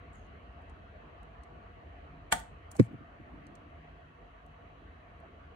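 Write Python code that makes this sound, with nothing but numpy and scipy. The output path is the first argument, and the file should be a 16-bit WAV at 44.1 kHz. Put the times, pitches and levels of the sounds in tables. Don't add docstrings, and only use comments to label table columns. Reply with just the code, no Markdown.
import sys
import numpy as np
from scipy import signal
from scipy.fft import rfft, irfft, next_fast_len
from scipy.io import wavfile
from scipy.ndimage import uniform_filter1d, map_coordinates

SR = 44100
rng = np.random.default_rng(int(sys.argv[2]) if len(sys.argv) > 2 else 0)


def gain_from_db(level_db):
    decades = np.asarray(level_db, float) / 20
    return 10 ** decades


def wrap_up_sound(samples):
    columns = np.atleast_2d(samples).T
    tamed = np.clip(columns, -1, 1)
    steps = np.round(tamed * 32767).astype(np.int16)
    wavfile.write(sys.argv[1], SR, steps)


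N = 244755


def unit(x):
    return x / np.sqrt(np.mean(x ** 2) + 1e-20)


def along(points, hz):
    f, v = np.transpose(points)
    return np.interp(np.log(hz + 1), np.log(f + 1), v)


def colour(points):
    return lambda hz: gain_from_db(along(points, hz))


def wobble(rate):
    knots = rng.standard_normal(int(N * rate / SR) + 4)
    return map_coordinates(knots, [np.arange(N) * rate / SR])


def filtered(x, response):
    m = next_fast_len(x.shape[-1] + 8192)
    spectrum = rfft(x, m) * response(np.fft.rfftfreq(m, 1 / SR))
    return irfft(spectrum, m)[..., :x.shape[-1]]


def causal(spectrum, size=2048):
    magnitude = gain_from_db(along(spectrum, np.fft.rfftfreq(size, 1 / SR)))
    cepstrum = irfft(np.log(magnitude + 1e-6), size)
    cepstrum[1:size // 2] *= 2
    cepstrum[size // 2 + 1:] = 0
    pulse = irfft(np.exp(rfft(cepstrum)), size)
    return pulse / np.linalg.norm(pulse)


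# (f/Hz, likeness -1 to 1)
LIKENESS = [(60, 1), (130, 0.94), (290, 0.74), (640, 0.14), (1410, -0.29), (3100, 0.13), (6820, -0.0),
            (15000, -0.02)]


def diffuse(gain):
    def mid_side_gain(hz):
        angle = np.arccos(np.clip(along(LIKENESS, hz), -1, 1)) / 2
        return gain(hz) * [np.cos(angle), np.sin(angle)]

    mid, side = filtered(rng.standard_normal((2, N)), mid_side_gain)
    return unit(np.array([mid + side, mid - side]))


def patchy(x, patchy_db):
    z = signal.stft(x, nperseg=512)[2]
    field = uniform_filter1d(rng.standard_normal(z.shape[1:]), 4, 0)
    field = uniform_filter1d(field, 10, 1)
    return signal.istft(z * gain_from_db(patchy_db * unit(field)), nperseg=512)[1][:, :N]


LEAD_S = .04


def burst(db, spectrum, rise, fall, tail_db, t60):
    u = np.arange(SR // 4) / SR - LEAD_S
    rising = gain_from_db(60 * np.minimum(u, 0) / rise)
    falling = gain_from_db(-60 * u / fall) + gain_from_db(tail_db - 60 * u / t60)
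    shape = np.where(u < 0, rising, falling)
    noise = rng.standard_normal((2, len(u))) * shape
    puff = signal.fftconvolve(noise, causal(spectrum)[None], axes=1)[:, :len(u)]
    return gain_from_db(db) * puff * np.linalg.norm(shape) / np.linalg.norm(puff, axis=1, keepdims=True)


def stroke(s, length, attack, release, fade_db):
    u = np.arange(N) / SR - s
    edges = np.clip(u / attack + .5, 0, 1) * np.clip((length - u) / release + .5, 0, 1)
    return edges ** 2 * gain_from_db(-fade_db * np.clip(u / length, 0, 1))


def add(track, s, x):
    track[:, round(s * SR):][:, :x.shape[-1]] += x


# (t/s, level/dB)
AIRFLOW = [(0, 0.5), (.6, 0), (1.2, -0.5), (2.0, 0), (2.8, -1), (3.2, -0.5), (3.6, 0), (4.3, -3.5),
           (4.7, -2), (5.15, -2), (5.55, -1)]
# (f/Hz, level/dB per Hz)
RUMBLE = [(12, -60), (25, -26.5), (32, -18.5), (40, -1.5), (60, 0.5), (87, -2), (125, -15), (156, -16.5),
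          (400, -25), (880, -120)]
# (f/Hz, level/dB per Hz)
RUSH = [(76, -35), (130, -4), (156, -3.5), (176, -9.5), (288, -7.5), (325, -9.5), (476, -8), (522, -12.5),
        (708, -3), (764, -12.5), (864, -13), (1120, -12), (1210, -10.5), (2300, -19), (3500, -34.5),
        (5000, -44), (6500, -77), (11000, -120)]
# (f/Hz, level/dB per Hz)
HISS = [(2650, -30), (4500, 0), (4870, -18), (5560, -8.5), (6190, -5.5), (7980, -15.5), (8780, -11.5),
        (9610, -16.5), (15100, -23.5), (16000, -30.5)]
# (f/Hz, width/Hz, rms level/dB)
TONES = [(50.6, 14, -58.5), (76.5, 6, -61), (95, 14, -65), (154, 4, -71.5), (201, 8.06, -75),
         (238, 16, -75), (280, 23, -73), (480, 27, -74), (694, 61, -66.5), (1130, 35, -69),
         (1830, 300, -73), (2614, 110, -78), (2885, 400, -76), (3220, 330, -82), (3900, 300, -86.5),
         (4200, 150, -94.5)]
RUMBLE_DB, RUSH_DB, HISS_DB = -54, -57, -88.0
RUMBLE_GROWS, RUSH_GROWS, TONES_GROW = 1.1, .6, 0.34
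SHIFT_S, SHIFT_DB, SHIFT_FADE_S = 2.85, -4.5, .1


def fan():
    t = np.arange(N) / SR
    flow_db = np.interp(t, *np.transpose(AIRFLOW))
    shifted = np.clip((t - SHIFT_S) / SHIFT_FADE_S, 0, 1)
    rumble_db = RUMBLE_DB + RUMBLE_GROWS * flow_db + SHIFT_DB * shifted + 1.2 * wobble(5.6)
    rush_db = RUSH_DB + RUSH_GROWS * flow_db + 0.5 * wobble(7.9)
    out = gain_from_db(rumble_db) * diffuse(colour(RUMBLE))
    out += gain_from_db(rush_db) * patchy(diffuse(colour(RUSH)), patchy_db=2.5)
    out += gain_from_db(HISS_DB) * diffuse(colour(HISS))
    tones = np.zeros((2, N))
    for centre_hz, width_hz, db in TONES:
        tone_db = db + TONES_GROW * (flow_db - flow_db.mean()) + 1.8 * wobble(2.5)
        tones += gain_from_db(tone_db) * diffuse(lambda hz: 1 / (1 + (2 * (hz - centre_hz) / width_hz) ** 2))
    return out + patchy(tones, patchy_db=1.25)


# (f/Hz, t60/s)
SHOP_DECAY = [(200, .3), (700, 0.37), (2000, 0.31), (7000, 0.27), (14000, .19)]


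def shop(x):
    hz, t, z = signal.stft(rng.standard_normal((2, SR // 2)), SR, nperseg=256)
    decay = gain_from_db(-60 * t / along(SHOP_DECAY, hz)[:, None])
    tail = signal.istft(z * decay, SR, nperseg=256)[1]
    delayed = np.pad(x, ((0, 0), (300, 0)))
    return signal.fftconvolve(delayed, tail / np.linalg.norm(tail[0]), axes=1)[:, :N]


# (t/s, level/dB, hardness as a power of frequency)
KNOCKS = [
    (2.7952, .5, 0),
    (2.7905, -17, .6),
    (2.784, -33, .3),
    (2.939, -30, -.9),
    (3.004, -38, -.8),
    (3.197, -40, -.6),
    (2.33, -30, 0),
]
# (f/Hz, level/dB, t60/s, first swing up 1 or down -1)
SWAY = [(115, -11, .115, -1), (161, -8.5, .07, 1), (203, .5, .045, 1), (270, 5, .031, 1),
        (357, 4, .019, -1), (497, -2, .025, 1)]
# (f/Hz, level/dB, t60/s, first swing up 1 or down -1)
ROCK = [(107, -17, .07, 1), (163, -22, .1, 1), (234, 5.5, .027, -1), (419, -4, .017, 1),
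        (531, -1.5, .019, 1)]
# (f/Hz, level/dB per Hz)
CREAK = [(400, -42), (650, -3), (800, -6), (1000, -17), (2000, -25), (16000, -70)]
CREAK_S, CREAK_DB = 2.754, -47
# (start t/s, length/s, level/dB)
HAND_SLIDES = [
    (2.86, 0.05, -48.5),
    (2.909, .045, -47),
    (2.975, 0.09, -61),
    (3.187, 0.052, -56.5),
    (3.266, 0.278, -56),
    (3.6, 0.21, -61),
]
# (f/Hz, level/dB per Hz)
BENCH = [(70, -41), (130, 1), (200, -3), (300, 3), (400, -13), (560, -28), (900, -58)]


def stand():
    out, t = np.zeros((2, N)), np.arange(SR // 4) / SR
    for s, db, hardness in KNOCKS:
        for modes, ports in ((SWAY, [[1], [1]]), (ROCK, [[1], [-1]])):
            for hz, level, t60, swing in modes:
                u = np.maximum(t - .0164 / np.sqrt(hz), 0)
                onset = (1 - np.exp(-u / .0047)) ** 2
                ring = swing * np.sin(2 * np.pi * hz * u) * onset * gain_from_db(level - 60 * u / t60)
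                add(out, s, gain_from_db(db) * (hz / 250) ** hardness * ring * ports)
    add(out, CREAK_S - LEAD_S, burst(CREAK_DB, CREAK, .012, 0.067, -16, .05))
    hands = np.zeros(N)
    for s, length, db in HAND_SLIDES:
        hands += gain_from_db(db) * stroke(s, length, attack=.025, release=0.026, fade_db=1.5)
    return out + hands * gain_from_db(0.96 * wobble(24.9)) * diffuse(colour(BENCH))


# (f/Hz, level/dB per Hz)
TEAR = [(650, -5), (1000, -1.5), (1190, -9), (2180, -2.5), (3120, -20), (5130, -20), (6860, -25),
        (8750, -25.5), (13600, -36), (14800, -33), (16000, -51)]
TEAR_S, TEAR_DB = 2.797, -31.5
# (t/s, peak level/dB, width/s, brightness/dB per octave)
TICKS = [(.6194, -78, 0.011, .1), (.6968, -68, 0.021, -8), (1.2311, -62.5, 0.0056, .3),
         (1.435, -61.5, 0.017, -9), (2.715, -44.5, 0.016, 6), (2.751, -62, 0.011, -4),
         (2.766, -45.5, 0.014, 1), (3.4674, -59.5, 0.011, -10), (3.5535, -56.5, 0.011, -8),
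         (4.4632, -68, 0.0096, 5), (5.2015, -70, 0.0064, 8)]
# (f/Hz, level/dB per Hz)
TIP = [(2500, -51), (4300, -7), (5000, -13), (6000, -6), (6900, -2.5), (8800, -1.5), (11000, -13.5),
       (16000, -22)]
# (start t/s, length/s, peak level/dB, first tip resonance f/Hz, resonant share 0-1)
SCRAPES = [
    (.125, 0.15, -73, 7730, 0.88),
    (0.126, .05, -80, 8900, .95),
    (2.72, .02, -70, 8450, .15),
    (2.747, 0.065, -62.5, 8140, 0),
    (2.802, 0.073, -63, 8300, 0),
]
TIP_SAG, TIP_SAG_S = 0.17, 0.029


def probes():
    out, t = np.zeros((2, N)), np.arange(N) / SR
    add(out, TEAR_S - LEAD_S, burst(TEAR_DB, TEAR, 0.019, 0.022, -15.5, 0.1))
    for s, db, width, tilt_db in TICKS:
        tilted = [(hz, level + tilt_db * np.log2(hz / 8000)) for hz, level in TIP]
        add(out, s + 0.00092 - LEAD_S, burst(db - 4.0, tilted, 0.87 * width, width, -9, 3 * width))
    grit = rng.standard_normal((2, N)) * gain_from_db(2.7 * wobble(250))
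    broad = unit(filtered(grit, lambda f: gain_from_db(along(TIP, f) + 1.5 * np.log2(f / 8000 + .01))))
    slow = unit(filtered(grit, lambda f: 1 / (1 + (f / 300) ** 2)))
    for s, length, db, first_hz, share in SCRAPES:
        on = stroke(s, length, attack=0.012, release=.012, fade_db=11.5)
        dug_in = 1 - np.exp(-np.maximum(t - s, 0) / TIP_SAG_S)
        hz = first_hz * (1 - TIP_SAG * dug_in)
        share = np.clip(share, 0, 1)
        narrow = np.sqrt(2) * slow * np.sin(2 * np.pi * np.cumsum(hz) / SR)
        out += on * gain_from_db(db) * (np.sqrt(1 - share) * broad + np.sqrt(share) * narrow)
    return out


# (t/s, level/dB)
SPARKS = [
    (2.3232, -22.5),
    (2.3242, -19),
    (2.3250, -14.5),
    (2.3265, -16),
    (2.3296, -21.5),
    (2.336, -35),
]
# (f/Hz, level/dB per Hz)
ARC = [(90, -50), (200, -14), (380, -17.5), (560, -12.5), (780, -2), (1000, -17.5), (1500, -2.5),
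       (2500, -13.5), (3400, -8), (3900, -17.5), (4350, -16), (5000, -27.5), (8300, -12.5), (12000, -29),
       (16000, -36.5)]
# (t/s, level/dB)
SPITS = [
    (2.3375, -46.5),
    (2.394, -50),
    (2.400, -50),
]
# (f/Hz, level/dB per Hz)
SPUTTER = [(2500, -32.5), (4500, -9), (6800, 0.5), (8000, -4.5), (9000, -4), (12000, -8.5), (16000, -9.5)]
# (f/Hz, level/dB, t60/s, side share 0-1)
JIG = [(80, -15.5, 0.2007, .05), (200, -14.5, 0.16, .1), (722.3, -3.5, 0.15, 0.4), (887, -2, 0.083, 0.35),
       (1180, -4.5, .07, .1), (1470, 3.5, 0.04, 0.3), (1867, -6, 0.038, 0.3), (1943, -5.5, 0.0804, 0.8),
       (2300, -9.5, 0.048, 0.1), (2854, -11.5, .04, 1), (3180, -8, 0.043, 0), (3510, -12, 0.076, 0.43),
       (8300, -12, 0.027, 0.08), (9240, -7, 0.041, 0.54)]


def weld():
    out, t, start = np.zeros((2, N)), np.arange(SR // 4) / SR, SPARKS[0][0]
    add(out, start - LEAD_S, burst(-27.0, ARC, 0.021, .003, -45.5, 0.0099))
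    add(out, start + 0.0018 - LEAD_S, burst(-38.5, SPUTTER, 0.011, 0.052, -9.5, 0.1945))
    for s, db in SPARKS:
        add(out, s - LEAD_S, burst(db + 5.0, ARC, 0.00018, 0.0021, -26.5, 0.064))
    for s, db in SPITS:
        add(out, s - LEAD_S, burst(db, SPUTTER, .002, .008, -13.5, .04))
    for hz, db, t60, side in JIG:
        turn = np.pi / 2 * np.clip(side, 0, 1) * np.array([[1], [-1]])
        rattle = np.cumsum(rng.standard_normal(len(t))) * 0.09 * np.clip(t / 0.033, 0, 1)
        phase = 2 * np.pi * hz * t + rng.uniform(0, 2 * np.pi) + rattle + turn
        ring = np.sin(phase) * (1 - np.exp(-t / .001))
        add(out, start, gain_from_db(db - 21.5 - 60 * t / t60) * ring)
    return out


def scene():
    snap, ticks = weld(), probes()
    return fan() + stand() + snap + ticks + gain_from_db(-14.5) * shop(snap) + gain_from_db(-20) * shop(ticks)


def low_pass(x):
    return signal.sosfilt(signal.butter(12, 16470, fs=SR, output="sos"), x)


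def record(dry):
    def band(hz):
        ratio = 34 / (1j * hz + 1e-3)
        bass_cut = 1 / (1 + 1.575 * ratio + ratio ** 2) ** 2
        return bass_cut * np.clip((15950 - hz) / 300, 0, 1)

    return low_pass(filtered(dry, band))


dry = scene()
out = record(dry)
wrap_up_sound(out)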